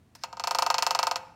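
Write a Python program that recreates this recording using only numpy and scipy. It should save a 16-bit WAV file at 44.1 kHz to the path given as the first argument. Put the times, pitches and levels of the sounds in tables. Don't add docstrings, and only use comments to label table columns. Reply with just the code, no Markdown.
import sys
import numpy as np
from scipy import signal
from scipy.fft import rfft, irfft
from scipy.io import wavfile

SR = 44100
rng = np.random.default_rng(int(sys.argv[2]) if len(sys.argv) > 2 else 0)


def volts(x):
    e = np.asarray(x, float) / 20
    return 10 ** e


def transcribe(u):
    v = np.clip(np.atleast_2d(u).T, -1, 1)
    q = np.round(v * 32767).astype(np.int16)
    wavfile.write(sys.argv[1], SR, q)


N = 59535
BLOW_SIZE, LEAD = 17640, 22


def read(points, hz):
    f, value = np.transpose(points)
    return np.interp(np.log(hz + 1), np.log(f + 1), value)


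def add(mix, start_s, sound):
    part = mix[round(start_s * SR):][:len(sound)]
    part += sound[:len(part)]


def coloured(colour, count):
    hz = np.fft.rfftfreq(count, 1 / SR)
    noise = irfft(rfft(rng.standard_normal(count)) * volts(read(colour, hz)), count)
    return noise / np.sqrt(np.mean(noise ** 2) + 1e-20)


def dying(x, t60s):
    hz, t = np.fft.rfftfreq(len(x), 1 / SR), np.arange(len(x)) / SR
    spectrum = rfft(x)
    centres = np.transpose(t60s)[0]
    out = np.zeros(len(x))
    for one_band, (_, t60_s) in zip(np.eye(len(centres)), t60s):
        share = read(np.transpose([centres, one_band]), hz)
        out += irfft(spectrum * share, len(x)) * volts(-60 * t / t60_s)
    return out


def ring(t, hz, db, t60_s):
    u = np.maximum(t, 0)[:, None]
    return np.sin(2 * np.pi * hz * u) * volts(db - 60 * u / t60_s)


# pitch_hz, level_db (per Hz)
HUM = [(20, -32), (60, -10), (108, -3.5), (220, -9.5), (430, -20), (2500, -33.5), (9000, -41.5),
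       (14000, -47)]
HUM_DB = -61


def outdoor_hum():
    return volts(HUM_DB) * coloured(HUM, N)


# delay_s, level_db
TICK_ARRIVALS = [(.0002, -1.3), (.000575, -9), (.001355, -14), (.00153, -5), (.00239, -13), (.00282, -15)]
TICK_HZ, TICK_WIDTH_S = 4790, .000117


def beak_tick(t):
    out = np.zeros(len(t))
    for delay_s, level_db in TICK_ARRIVALS:
        u = t - delay_s
        out += volts(level_db) * np.cos(2 * np.pi * TICK_HZ * u) * np.exp(-.5 * (u / TICK_WIDTH_S) ** 2)
    return out


# pitch_hz, level_db, t60_s, first_swing (sign)
FRAME = [(529, -19, 0.072, -1), (674.3, -7.5, 0.023, 1), (700, -18.5, 0.074, -1), (732, -4, 0.02, -1),
         (877, -5, 0.0095, 1), (899.2, -16, 0.14, 1), (958, -0.58, 0.036, -1), (992, 0.0, 0.018, 1),
         (1106, -15.5, 0.039, -1), (1251.7, -9, 0.045, -1), (1376, -23.5, 0.052, -1),
         (1460, -36.5, 0.27, 1), (1580, -28.5, 0.093, 1)]
FRAME_DB, FRAME_LAG_S = -1, .00006
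SPOT_DB = .4


def hollow_frame(t, hard_db):
    hz, db, t60_s, swing = np.transpose(FRAME)
    db = db + FRAME_DB - hard_db + SPOT_DB * rng.standard_normal(len(db))
    return ring(t - FRAME_LAG_S, hz, db, t60_s) @ np.sign(swing)


# pitch_hz, level_db, t60_s, first_swing (sign)
PANE = [(1829.6, -25.5, 0.034, 1), (1981, -30.5, 0.086, 1), (2346, -26, 0.045, 1), (2660, -25.5, 0.074, 1),
        (2834, -23.5, 0.026, 1), (3101, -20.5, 0.019, -1), (3296, -26, 0.06, -1), (3516, -34.5, 0.052, -1),
        (3987, -23, 0.032, -1), (4336, -21.5, 0.064, 1), (4510, -31, 0.065, 1), (5030, -39, 0.1008, 1),
        (6190, -32.5, 0.2481, 1), (6886, -32, 0.075, 1)]
PANE_LAG_S, LONGEST_S = .000148, .09
WANDER = .002


def pane(t):
    hz, db, t60_s, swing = np.transpose(PANE)
    hz = hz * (1 + WANDER * rng.standard_normal(len(hz)))
    return ring(t - PANE_LAG_S, hz, db, np.minimum(t60_s, LONGEST_S)) @ np.sign(swing)


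# pitch_hz, level_db
RATTLE = [(1200, -8.5), (1900, -3), (2600, -1), (3500, -9), (4800, -2), (6300, -4), (7600, -1), (9000, -65)]
# pitch_hz, t60_s
RATTLE_T60 = [(1500, 0.084), (4500, 0.071), (8000, 0.037)]
RATTLE_DB, RATTLE_RISE_S = -17.5, 0.0005
RATTLE_CHANGE = .5


def loose_rattle(t, same):
    fresh = coloured(RATTLE, BLOW_SIZE)
    buzz = np.sqrt(1 - RATTLE_CHANGE ** 2) * same + RATTLE_CHANGE * fresh
    return volts(RATTLE_DB) * dying(buzz, RATTLE_T60) * np.clip(t / RATTLE_RISE_S, 0, 1)


# pitch_hz, level_db
SIZZLE = [(6000, -23), (8300, 0.5), (10500, -3), (12500, -3), (15500, -6.5), (16000, -18), (17000, -22)]
# pitch_hz, t60_s
SIZZLE_T60 = [(8000, 0.059), (12000, 0.04), (16000, 0.047)]
SIZZLE_DB = -35


def edge_sizzle(t, sizzle_db, same):
    hiss = 2 * same + coloured(SIZZLE, BLOW_SIZE)
    rise = np.clip(t * 2000 + .6, 0, 1)
    return volts(SIZZLE_DB + sizzle_db) * dying(hiss, SIZZLE_T60) * rise


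# pitch_hz, level_db, t60_s
WALL = [(307.5, -45, 0.3), (409, -46.5, 0.48), (836.6, -37.5, 0.71), (859, -36, 1), (892, -41.5, 0.68),
        (953, -42, 0.59)]
WALL_RISE_S = 0.0069


def wall_boom(t):
    return ring(t, *np.transpose(WALL)).sum(1) * np.clip(t / WALL_RISE_S, 0, 1)


# start_s, tick_db, hard_db (tick over ring), sizzle_db
PECKS = [(0.1512, -37, 3.5, 14.5), (0.2365, -16.5, 3, 0), (0.3282, -31.5, -6.5, -1),
         (0.3703, -31.5, -4, -3), (0.3971, -19, 0.5, 0.5), (0.4385, -15, 1.5, -0.5), (0.4728, -13, 0.2, 4),
         (0.5098, -13, -1.3, 4.3), (0.5483, -12.5, -0.9, 4), (0.5865, -9.5, -0.5, 4),
         (0.6226, -10, -1.5, 3.5), (0.664, -13, -2.8, 1.8), (0.702, -9, -1.7, 2.3), (0.7428, -10, 1.5, -3),
         (0.7827, -9, 4.5, 1.3), (0.8238, -8, 3.5, 5), (0.8656, -8.5, 1.5, 2.5), (0.9077, -10, 1.5, 2),
         (0.9493, -10.5, 0.1, 0.5), (0.9899, -9.5, 0, 1.7), (1.0297, -10.5, 0.2, 3), (1.0696, -12, -2, 3.5),
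         (1.1123, -13, -0.6, 0), (1.1583, -13, 4, 1.3)]
SMALL_HZ = 420


def drumming():
    small_parts, wall = np.zeros(N), np.zeros(N)
    same_rattle, same_hiss = coloured(RATTLE, BLOW_SIZE), coloured(SIZZLE, BLOW_SIZE)
    for start_s, tick_db, hard_db, sizzle_db in PECKS:
        between_samples = start_s * SR - round(start_s * SR)
        t = (np.arange(-LEAD, BLOW_SIZE - LEAD) - between_samples) / SR
        blow = beak_tick(t) + hollow_frame(t, hard_db) + pane(t)
        blow += loose_rattle(t, same_rattle) + edge_sizzle(t, sizzle_db, same_hiss)
        add(small_parts, start_s - LEAD / SR, volts(tick_db) * blow)
        add(wall, start_s - LEAD / SR, volts(tick_db - hard_db) * wall_boom(t))
    no_bass = signal.butter(3, SMALL_HZ, btype="high", fs=SR, output="sos")
    return signal.sosfiltfilt(no_bass, small_parts) + wall


# start_s, length_s, level_db, rise (share of length)
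SCRAPES = [
    (0.1524, 0.024, -48.5, .06),
    (0.163, 0.058, -62, 0.55),
    (0.196, 0.043, -56.5, .9),
    (1.202, 0.21, -68.5, 0.31),
]
# pitch_hz, level_db
SCRAPE = [(1000, -4), (1900, 0.5), (3000, -8), (5100, 4), (8000, -13), (16000, -22)]


def claws():
    out = np.zeros(N)
    for start_s, length_s, level_db, rise in SCRAPES:
        u = np.arange(round(length_s * SR)) / (length_s * SR)
        fall = volts(-20 * (u - rise) / (1.01 - rise))
        shape = np.where(u < rise, u / rise, fall)
        add(out, start_s, volts(level_db) * shape * coloured(SCRAPE, len(u)))
    return out


# pitch_hz, level_db
ROOM_TONE = [(350, 4.5), (520, 5.5), (850, 5.5), (1100, -1.5), (2400, 1.5), (3500, -5.5), (5000, -11),
             (10000, -3.5)]
# pitch_hz, t60_s
ROOM_T60 = [(400, 0.58), (850, 0.52), (1500, 0.69), (3000, 0.54), (5000, 0.58), (12000, 0.41)]
ROOM_DB, ROOM_LAG_S = -16, 0.0048


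def room(x):
    taps = np.zeros(SR)
    at = np.arange(0, SR - 20, 20) + rng.integers(0, 20, (SR - 1) // 20)
    taps[at] = rng.choice([-1., 1.], len(at))
    tone = volts(read(ROOM_TONE, np.fft.rfftfreq(SR, 1 / SR)))
    taps = irfft(rfft(taps) * tone, SR)
    build_up = np.clip(np.arange(SR) / SR / ROOM_LAG_S, 0, 1) ** 2
    tail = dying(taps, ROOM_T60) * build_up
    return volts(ROOM_DB) * signal.fftconvolve(x, tail / np.linalg.norm(tail))[:N]


def scene():
    bird = drumming() + claws()
    return (outdoor_hum() + bird + room(bird))[None]


def roll_off(x):
    return signal.sosfilt(signal.butter(12, 16800, fs=SR, output="sos"), x)


def record(dry):
    low_pass = signal.firwin(255, 16300, window=("kaiser", 6), fs=SR)
    mix = signal.oaconvolve(dry, low_pass[None], "same")
    return roll_off(mix)


dry = scene()
out = record(dry)
transcribe(out)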